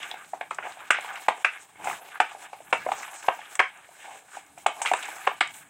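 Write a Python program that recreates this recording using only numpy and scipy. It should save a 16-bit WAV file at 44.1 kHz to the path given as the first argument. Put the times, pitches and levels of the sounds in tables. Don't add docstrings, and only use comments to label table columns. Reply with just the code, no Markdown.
import sys
import numpy as np
from scipy import signal
from scipy.fft import rfft, irfft
from scipy.io import wavfile
from scipy.ndimage import uniform_filter1d, minimum_filter1d

SR = 44100
rng = np.random.default_rng(int(sys.argv[2]) if len(sys.argv) > 2 else 0)


def store_pcm(level_fs):
    pcm = np.round(np.clip(level_fs, -1, 1) * 32767).astype(np.int16)
    wavfile.write(sys.argv[1], SR, np.atleast_2d(pcm).T)


def invert_db(x):
    u = np.asarray(x, float) / 20
    return 10 ** u


N = 250929
TIME = np.arange(N) / SR

# (frequency [Hz], level [dB], t60 [s])
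BOWL_MODES = [(549, -27, 0.009), (660, -4.5, 0.006), (731, -13.5, 0.066), (920, 1, 0.0098),
              (1190, 6, 0.041), (1252, -1, 0.056), (1500, 11.5, 0.023), (1630, 15, 0.014),
              (1910, 0, 0.0053), (2134, 10.5, 0.022), (2460, -24, 0.011), (2742, -16, 0.017)]
# (frequency [Hz], level per Hz [dB])
SQUELCH_COLOUR = [(88, -54), (150, -16.5), (468, -15), (804, 4.5), (968, -0.5), (1550, -4), (2000, -6.5),
                  (2440, -5.5), (3740, -7.5), (4500, -24), (5850, -57), (9900, -120)]
# (frequency [Hz], level per Hz [dB])
CRACKLE_COLOUR = [(3000, 9), (4000, 1.5), (4500, -7.5), (5600, -6.5), (6800, -1), (7500, 0.5), (8150, 4),
                  (8700, -1.5), (9400, -3.5), (9700, -11), (11500, -11.5), (11900, -15), (13000, -23),
                  (13400, -20), (14800, -13.5), (15600, -15.5)]
BAND_EDGES_HZ = [250, 1100, 3800, 9500, 16400]


def rms_one(x):
    return x / np.sqrt(np.mean(x ** 2) + 1e-20)


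def peak_one(x):
    return x / np.max(np.abs(x))


def at_hz(points, hz):
    curve = np.array(points)
    return np.interp(np.log(np.maximum(hz, 1)), np.log(curve[:, 0]), curve[:, 1])


def colour(x, spectrum):
    size = 2 ** 11
    level_db = at_hz(spectrum, np.linspace(0, SR / 2, size // 2 + 1))
    cepstrum = irfft(np.log(invert_db(level_db)))
    cepstrum[1:size // 2] *= 2
    cepstrum[size // 2 + 1:] = 0
    return signal.oaconvolve(x, irfft(np.exp(rfft(cepstrum))))[:len(x)]


def band(x, low_hz, high_hz):
    return signal.sosfilt(signal.butter(2, [low_hz, high_hz], "band", fs=SR, output="sos"), x + 1e-18)


def drift(rate):
    r = np.exp(-80 * np.pi * rate / SR)
    slow = signal.lfilter([1], [1, -2 * r, r * r], rng.standard_normal(N // 40 + 2002))[2000:]
    return np.interp(np.arange(N) / 40, np.arange(len(slow)), rms_one(slow))


def add(out, s, piece):
    at = max(round(s * SR), 0)
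    out[at:at + len(piece)] += piece[:len(out) - at]


def swells(s, db, width):
    coarse = TIME[::64]
    bells = np.exp(-((coarse - s[:, None]) / width[:, None]) ** 2)
    return np.interp(TIME, coarse, np.sum(invert_db(db)[:, None] * bells, axis=0))


def patchy(x, low_hz, high_hz, patch_db):
    edges = np.geomspace(low_hz, high_hz, 4)
    out = 0
    for k, (low, high) in enumerate(zip(edges, edges[1:])):
        out = out + invert_db(patch_db * drift(9)) * band(x, low, high) * (-1) ** k
    return out


def hand():
    # (time [s], pressure as wet smack [dB], crispness of what it crushes [dB])
    presses = [(0, -39.5, -13), (.33, -67.5, -1.5), (.54, -66.5, -0.5), (.65, -52, -14.5),
               (1.1, -43, -11.5), (1.3, -55, -3), (1.58, -56, -7.5), (1.76, -66.5, -4), (2.0, -57, -1),
               (2.55, -61.5, -3), (2.97, -43, -9.5), (3.3, -49, -4.5), (3.62, -53, -19), (3.9, -60.5, -7),
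               (4.6, -64, -5.5), (4.9, -42.5, -4), (5.2, -46.5, -7.5), (5.69, -62, -5.5)]
    # (middle [s], smack [dB], width [s], hollow
    # part [dB])
    squelches = [(.17, -56, 0.07, -4), (.82, -78, 0.01, 28), (5.096, -48.5, 0.034, -4),
                 (.43, -73.5, 0.091, 15), (.67, -47.5, 0.033, 6), (.96, -42, 0.033, -14),
                 (1.53, -48.5, .06, -16), (5.46, -50, 0.047, -22), (1.37, -70.5, 0.036, 23.5),
                 (1.884, -46.5, 0.066, 4), (2.193, -50, 0.14, -1.5), (2.437, -49.5, 0.04, -3),
                 (2.72, -83, 0.15, 19), (4.088, -53, 0.086, 0), (4.366, -50.5, 0.038, -6),
                 (4.78, -67.5, 0.15, 15.5), (5.31, -48, 0.012, -2), (5.48, -62, 0.029, -15)]
    # (middle [s], level [dB], width [s])
    drags = [
        (.5, -76, 0.3),
        (1.86, -58.5, 0.088),
        (2.8, -62.5, 0.14),
        (4.6, -72, 0.12),
        (5.69, -71.5, 0.35),
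    ]
    s, *columns = np.transpose(presses)
    press_db, crisp_db = (np.interp(TIME, s, column) for column in columns)
    s, db, width, hollow_db = np.transpose(squelches)
    hollow = invert_db(-55.5 + 0.76 * (press_db + 51.5)) + swells(s, db + hollow_db, width)
    smack = invert_db(press_db) + swells(s, db, width)
    crackle = invert_db(press_db + crisp_db)
    fizz = invert_db(-65.5 + 0.78 * (press_db + crisp_db + 60.5))
    drag = invert_db(-72.5 + 0.13 * (press_db + 48)) + swells(*np.transpose(drags))
    return hollow, smack, crackle, fizz, drag


def ring_bowl(x):
    out = 0
    for hz, db, t60 in BOWL_MODES:
        r, w = invert_db(-60 / (t60 * SR)), 2 * np.pi * hz / SR
        out = out + signal.lfilter([0, invert_db(db) * np.sin(w)], [1, -2 * r * np.cos(w), r * r], x)
    return out


def mixture():
    out, clumps = np.zeros(N), drift(35)
    colours = (SQUELCH_COLOUR, SQUELCH_COLOUR, CRACKLE_COLOUR, CRACKLE_COLOUR)
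    bursts_per_s, burst_db = (285, 607, 1100, 1500), (-2.0, -3.0, -10.0, -11.0)
    bowl_levels_db = (-5, -5, None, None)
    layers = zip(BAND_EDGES_HZ, BAND_EDGES_HZ[1:], hand(), colours, bursts_per_s, burst_db, bowl_levels_db)
    for low_hz, high_hz, gain, spectrum, per_s, grain_db, bowl_db in layers:
        born = rng.random(N) < per_s * invert_db(3 * clumps + 3 * drift(30)) / SR
        sizes = invert_db(3 * np.minimum(rng.exponential(1, N), 5))
        bursts = born * sizes * rng.choice([-1, 1], N)
        friction = rng.standard_normal(N) * invert_db(1.5 * clumps + 2.2 * drift(22.6))
        raw = invert_db(grain_db) * rms_one(bursts) + friction
        wet = rms_one(colour(raw, spectrum))
        if bowl_db is not None:
            wet = wet + invert_db(bowl_db) * rms_one(ring_bowl(raw))
        uneven = patchy(wet, low_hz, high_hz, patch_db=3.0)
        out += gain * rms_one(band(uneven, low_hz * 0.72, high_hz * 1.32))
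    return out


def rumble():
    # (frequency [Hz], level per Hz [dB])
    drag_colour = [(15, -26), (25, -1.5), (195, 3.5), (240, -3), (300, 3.5), (350, -8.5), (460, -1),
                   (770, -120)]
    return hand()[-1] * invert_db(0.99 * drift(3.2)) * rms_one(colour(rng.standard_normal(N), drag_colour))


def kitchen_air():
    hiss = band(colour(rng.standard_normal(N), CRACKLE_COLOUR), 8000, 16000)
    hum = colour(rng.standard_normal(N), SQUELCH_COLOUR)
    return invert_db(-67) * rms_one(hiss) + invert_db(-69.5) * rms_one(hum)


def pops():
    # (time [s], peak [dB], pitch [Hz])
    pockets = [(0.022, -31, 1710), (0.031, -22.5, 1910), (0.066, -35, 1650), (0.247, -41, 2400),
               (0.722, -35, 2500), (0.835, -33.5, 696), (0.88, -51, 1510), (1.046, -25.5, 780),
               (1.419, -34, 856), (1.692, -40, 845), (1.93, -21.5, 1220), (2.145, -35, 1270),
               (2.157, -23.5, 1220), (2.999, -30.5, 1870), (3.031, -25.5, 1630), (3.133, -33, 1690),
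               (3.153, -38, 2030), (3.228, -28, 1660), (3.244, -26, 830), (3.292, -13, 797),
               (3.374, -37, 890), (3.416, -29, 1500), (3.555, -27.5, 1450), (4.353, -31.5, 820),
               (5.125, -35, 1560), (5.215, -28, 1500), (5.274, -3.5, 847), (5.314, -22, 830)]
    out, t = np.zeros(N), np.arange(round(0.059 * SR)) / SR
    spread, t60_s = 2 ** 0.67, 0.036
    for s, db, hz in pockets:
        noise = rng.standard_normal(len(t))
        burst = rms_one(band(band(noise, hz / spread, hz * spread), hz / 2, hz * 2))
        fade = invert_db(db - 9 - 60 * t / t60_s) * (1 - np.exp(-t / 0.00031))
        add(out, s - .001, fade * burst)
    return out


def ticks():
    # (time [s], peak [dB], lower edge [dB], t60 [s])
    bangles = [(0.114, -37, 18, 0.015), (0.4104, -42.5, 6.5, 0.047), (0.508, -37, 0, 0.06),
               (0.5465, -29, -18, 0.022), (0.9064, -13, -7, 0.048), (1.009, -31.5, -1, 0.03),
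               (1.1383, -43, -6, .016), (1.2105, -45, -16, .024), (1.284, -20, 2, 0.045),
               (1.4469, -24.5, 3, 0.057), (1.845, -28.5, -18, 0.05), (1.9, -51, -16, .042),
               (2.2026, -21.5, -30, 0.053), (2.7275, -27, -4, 0.087), (2.9186, -32, 4, 0.033),
               (3.115, -44, -15, 0.021), (3.195, -39, -18, .03), (3.5544, -20.5, -14, 0.022),
               (3.594, -25, 3, 0.074), (3.7743, -41.5, -21, 0.024), (4.5813, -38.5, -14, 0.041),
               (4.666, -11, -1.5, 0.023), (4.818, -20.5, -35, 0.089), (4.858, -29, 0, 0.073),
               (4.9365, -12, 0.5, 0.014), (5.0273, -30, 0, 0.056), (5.0556, -31, -12, .024),
               (5.265, -34.5, -3, 0.13), (5.4075, -18.5, 7.5, 0.05), (5.5395, -38.5, -5, 0.096)]
    # (time [s], peak [dB])
    leaf_snaps = [(0.283, -50), (0.3526, -44), (0.8729, -47), (1.0645, -45), (1.0934, -47), (1.158, -32),
                  (1.2381, -36), (1.6132, -44), (2.3491, -60), (2.4309, -47), (2.5306, -46), (2.6938, -42),
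                  (2.8908, -43), (3.033, -37), (3.141, -34), (3.3493, -38), (3.497, -46), (3.5104, -45),
                  (3.5285, -43), (3.6825, -46), (3.8676, -50), (4.4645, -38.5), (4.787, -44), (4.9155, -24),
                  (5.103, -28.5), (5.2046, -41), (5.235, -40), (5.3144, -44), (5.475, -27.5), (5.5079, -37),
                  (5.5664, -36)]
    snap_edge_db, snap_t60_s = -12, 0.016
    fine_db, fine_t60_s = -10, 0.063
    out, t = np.zeros(N), np.arange(round(.1 * SR)) / SR
    for s, db, edge_db, t60 in bangles + [(s, db, snap_edge_db, snap_t60_s) for s, db in leaf_snaps]:
        crack = colour(rng.standard_normal(len(t)), CRACKLE_COLOUR)
        edge = rms_one(band(crack, 3000, 5500))
        body = rms_one(band(crack, 5600, 9500))
        fine = rms_one(band(crack, 9600, 17000))
        fade = invert_db(-60 * t / max(t60, .004)) * (1 - np.exp(-t / 0.00045))
        shares = invert_db(edge_db) * edge + body + invert_db(fine_db - 60 * t / fine_t60_s) * fine
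        add(out, s - .001, invert_db(db - 7.5) * fade * shares)
    return out


def knocks():
    # (time [s], peak [dB], pitch of the thud [Hz], hollow part [dB], hard part [dB])
    firm_knocks = [(0.333, -18, 750, -20, -37.5), (.41, -20.5, 724, -9.5, -10),
                   (.509, -19.5, 1250, -9, -16.5), (0.585, -24, 1530, -3.5, -9.5),
                   (.905, -3.5, 1500, -6, 0), (.984, -26, 850, -1.5, -2), (1.283, -1, 882, -5, -15.5),
                   (1.446, -11.5, 2370, -1, 4), (2.201, -3, 840, -4, -3.5), (2.727, -2.5, 773, -5, -7),
                   (2.732, -10.5, 974, -6, -11), (2.863, -18, 607, -5.5, -23), (2.887, -16.5, 734, -8, -27),
                   (2.917, -16.5, 825, -1, -12), (3.283, -8.5, 786, 4, -9), (3.593, -6.5, 1980, -6, -2.5),
                   (3.6, -6.5, 1630, 2.5, -3), (4.662, -2, 787, -12, -11), (4.816, -19, 863, -17, -11.5),
                   (4.859, -14, 2880, -15.5, -9.5), (4.914, -5, 756, -20, -23),
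                   (4.935, -13.5, 1600, -0.5, -7.5), (5.273, -10.5, 875, 1.5, -3.5),
                   (5.409, -6, 1410, -5, -2.5)]
    # (time [s], peak [dB], pitch of the thud [Hz], share of the steel [dB])
    light_bumps = [(.114, -28.5, 810, -26), (.625, -27.5, 1450, -29), (.14, -30.5, 800, -17),
                   (0.77, -36, 756, -20), (.944, -15.5, 1500, -34), (1.113, -34, 1440, -24),
                   (1.157, -30.5, 2800, -30), (1.755, -50, 786, 5), (1.798, -58, 867, -9),
                   (1.843, -35, 810, -5), (1.855, -24.5, 810, -21), (1.871, -18, 797, -9),
                   (1.881, -19.5, 820, -20), (1.897, -22.5, 810, -7), (1.911, -23, 1190, -35),
                   (2.348, -27, 797, -26), (2.44, -43, 705, -19), (2.53, -25.5, 790, -15),
                   (2.603, -35.5, 650, -12), (3.078, -34.5, 940, -15), (3.39, -29.5, 830, -15),
                   (3.415, -58, 1500, -14), (3.889, -41, 686, -16), (4.369, -26.5, 786, -33),
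                   (4.575, -33.5, 730, -11), (4.85, -22, 880, -3), (5.027, -28, 2700, -37),
                   (5.044, -31, 2400, -29), (5.085, -29.5, 880, -21), (5.269, -17, 820, -0.5)]
    # (frequency [Hz], level per Hz [dB])
    bowl_colour = [(18, -74), (30, -66), (229, -45), (400, -10.5), (455, -21), (654, -4), (846, 1),
                   (1270, -6), (1510, -7), (1830, -8.5), (2200, -3), (2800, -10.5), (4300, -36),
                   (5000, -31.5), (6500, -40.5), (11000, -120)]
    out, t = np.zeros(N), np.arange(round(.18 * SR)) / SR
    mode_hz, mode_db, mode_t60 = np.array(BOWL_MODES).T[:, :, None]
    blows = list(firm_knocks)
    for s, db, hz, steel_db in light_bumps:
        blows.append((s, db, hz, steel_db, steel_db - 1.5 + 6 * np.log2(hz / 1000)))
    for s, db, hz, hollow_db, hard_db in blows:
        octaves, loudest_db = np.log2(hz / 1000), max(hollow_db, hard_db)
        noise = rng.standard_normal((2, len(t)))

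        brief = t * max(hz / 900, 1) ** 1.1
        thud = peak_one(brief ** 2 * np.exp(-brief / .0012)) * np.sin(2 * np.pi * hz * t)

        strengths_db = rng.normal(0, 1.54, mode_db.shape)
        retuned_hz = mode_hz * (1 + .035 * noise[1, :len(BOWL_MODES), None])
        part_db = np.where(mode_hz < BAND_EDGES_HZ[1], hollow_db, hard_db)
        rings = invert_db(part_db + mode_db + strengths_db - 60 * t / mode_t60) * np.sin(2 * np.pi * retuned_hz * t)
        ring = invert_db(-14.5) * rings.sum(axis=0) * (1 - np.exp(-t / 0.0006))

        slide = 1 + .05 * np.tanh(noise[1, -1])
        rough = colour(noise[0], np.array(bowl_colour) * [slide, 1])
        hollow = rms_one(band(band(rough, 37, 1810), 33, 1590))
        hard = rms_one(band(rough, 1206, 7300))
        tinted = invert_db(hollow_db) * hollow + invert_db(hard_db) * hard
        push = peak_one((t / .0012) ** 2 * np.exp(-t / 0.0013))
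        contact = invert_db(-3) * push * tinted

        thump_db = 0.33 * hollow_db - 22.5 - 15.6 * octaves - 60 * t / 0.071
        thump = invert_db(thump_db) * rms_one(band(noise[1], 265, 880)) * (1 - np.exp(-t / 0.019))

        hum = invert_db(loudest_db - 10) * rms_one(band(noise[0], hz * .7, hz * 1.45))
        lumps = invert_db(3.4 * rms_one(band(noise[1], 32, 263)))
        rattle_db = -19.5 - 0.1 * db + 7.5 * octaves - loudest_db
        rattle = invert_db(rattle_db - 60 * t / 0.11) * lumps * (1 - np.exp(-t / 0.0048))

        blow = invert_db(-3.5) * band(thud, hz / 4, hz * 2) + ring + contact + thump + (tinted + hum) * rattle
        add(out, s, invert_db(db) * blow)
    return band(band(out, 160, 19000), 160, 19000)


def swishes():
    # (middle [s], level [dB], width [s], finest treble [dB])
    brushes = [(.30, -58, 0.023, -16), (.70, -54.5, 0.064, -6), (1.21, -57.5, 0.014, 5.5),
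               (1.62, -54, 0.026, -59), (1.90, -46, 0.062, -1), (2.43, -52.5, 0.029, -5),
               (3.53, -53, 0.034, 0), (4.05, -57, 0.14, -7), (4.17, -62, 0.037, -10),
               (4.359, -51.5, 0.049, -10), (4.61, -59.5, 0.042, 1), (5.14, -61.5, 0.08, 7.5),
               (5.57, -61.5, 0.054, 10.5)]
    rustle = colour(rng.standard_normal(N), CRACKLE_COLOUR)
    body, fine = rms_one(band(rustle, 5160, 11900)), rms_one(band(rustle, 9870, 17400))
    s, db, width, fine_db = np.transpose(brushes)
    return swells(s, db, width) * body + swells(s, db + fine_db, width) * fine


def room(x):
    # (frequency [Hz], t60 [s])
    decay = [(200, 0.11), (800, 0.14), (2200, 0.2), (5000, 0.21), (12000, 0.035)]
    t, echoes = np.arange(round(.3 * SR)) / SR, 0
    for low in 100 * 2 ** np.arange(0, 7.5):
        noise = band(rng.standard_normal(len(t)), low, min(2 * low, 19000))
        echoes = echoes + noise * invert_db(-60 * t / at_hz(decay, low * 1.2))
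    spectrum = rfft(echoes)
    narrow, broad = (uniform_filter1d(np.abs(spectrum) ** 2, size) for size in (24, 300))
    echoes = irfft(spectrum * np.sqrt(broad / narrow), len(t))
    echoes = echoes * (t > .005) * (t < .27)
    return signal.oaconvolve(x, echoes / np.sqrt(np.sum(echoes ** 2)))[:N]


def scene():
    # (frequency [Hz], side minus mid [dB])
    width = [(60, -56.5), (400, -76.5), (3300, -64), (4100, -19.5), (5500, -11.5), (6500, -36.5),
             (9000, -23), (10500, -12), (12200, -4.5), (15000, 2.5)]
    thuds, cracks = knocks() + pops(), ticks()
    bed = mixture() + rumble() + swishes() + kitchen_air()
    place = (TIME / .17).astype(int) % 4
    echoes = sum(room((thuds + cracks) * (place == k)) for k in range(4))
    mid = thuds + cracks + bed + invert_db(-12) * echoes
    late_cracks = colour(np.roll(cracks, 31), [(3300, -60), (4400, 0), (8000, 0), (11000, -12)])
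    side = colour(room(bed), width) + invert_db(-10) * late_cracks
    return np.array([mid + side, mid - side])


def level_of(x):
    return 10 * np.log10(uniform_filter1d(x ** 2, round(0.0095 * SR)) + 1e-12)


def low_pass(x):
    return signal.sosfilt(signal.butter(12, 16480, fs=SR, output="sos"), x)


def record(dry):
    mono, ahead = dry.mean(axis=0), round(.005 * SR)

    treble_db = level_of(band(mono, 2400, 21000))
    fade_in = 1100 * TIME
    crack_db = np.maximum.accumulate((treble_db - fade_in)[::-1])[::-1] + fade_in
    still_to_come = np.clip((crack_db - treble_db - 3.5) / 8, 0, 1)
    duck_db = 0.52 * np.clip(crack_db + 42.5, 0, 20) * still_to_come

    coming_db = -minimum_filter1d(-level_of(mono), ahead, origin=-(ahead // 2))
    release = 45 * TIME
    held_db = np.maximum.accumulate(0.25 * np.maximum(coming_db + 27, 0) + release) - release
    gain = invert_db(2.5 - uniform_filter1d(held_db + duck_db, round(0.00063 * SR)))

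    after_db = 0.77 * np.roll(uniform_filter1d(held_db, round(0.025 * SR)), round(0.04 * SR))
    fine = signal.sosfiltfilt(signal.butter(4, 9600, "high", fs=SR, output="sos"), dry)
    dry = dry - (1 - invert_db(-after_db)) * fine

    rounded = .8 * np.tanh(dry * gain / .8)
    treble_limit = signal.ellip(12, .3, 32, 15820, fs=SR, output="sos")
    finished = band(signal.sosfilt(treble_limit, rounded), 94, 19000)
    return low_pass(finished)


dry = scene()
out = record(dry)
store_pcm(out)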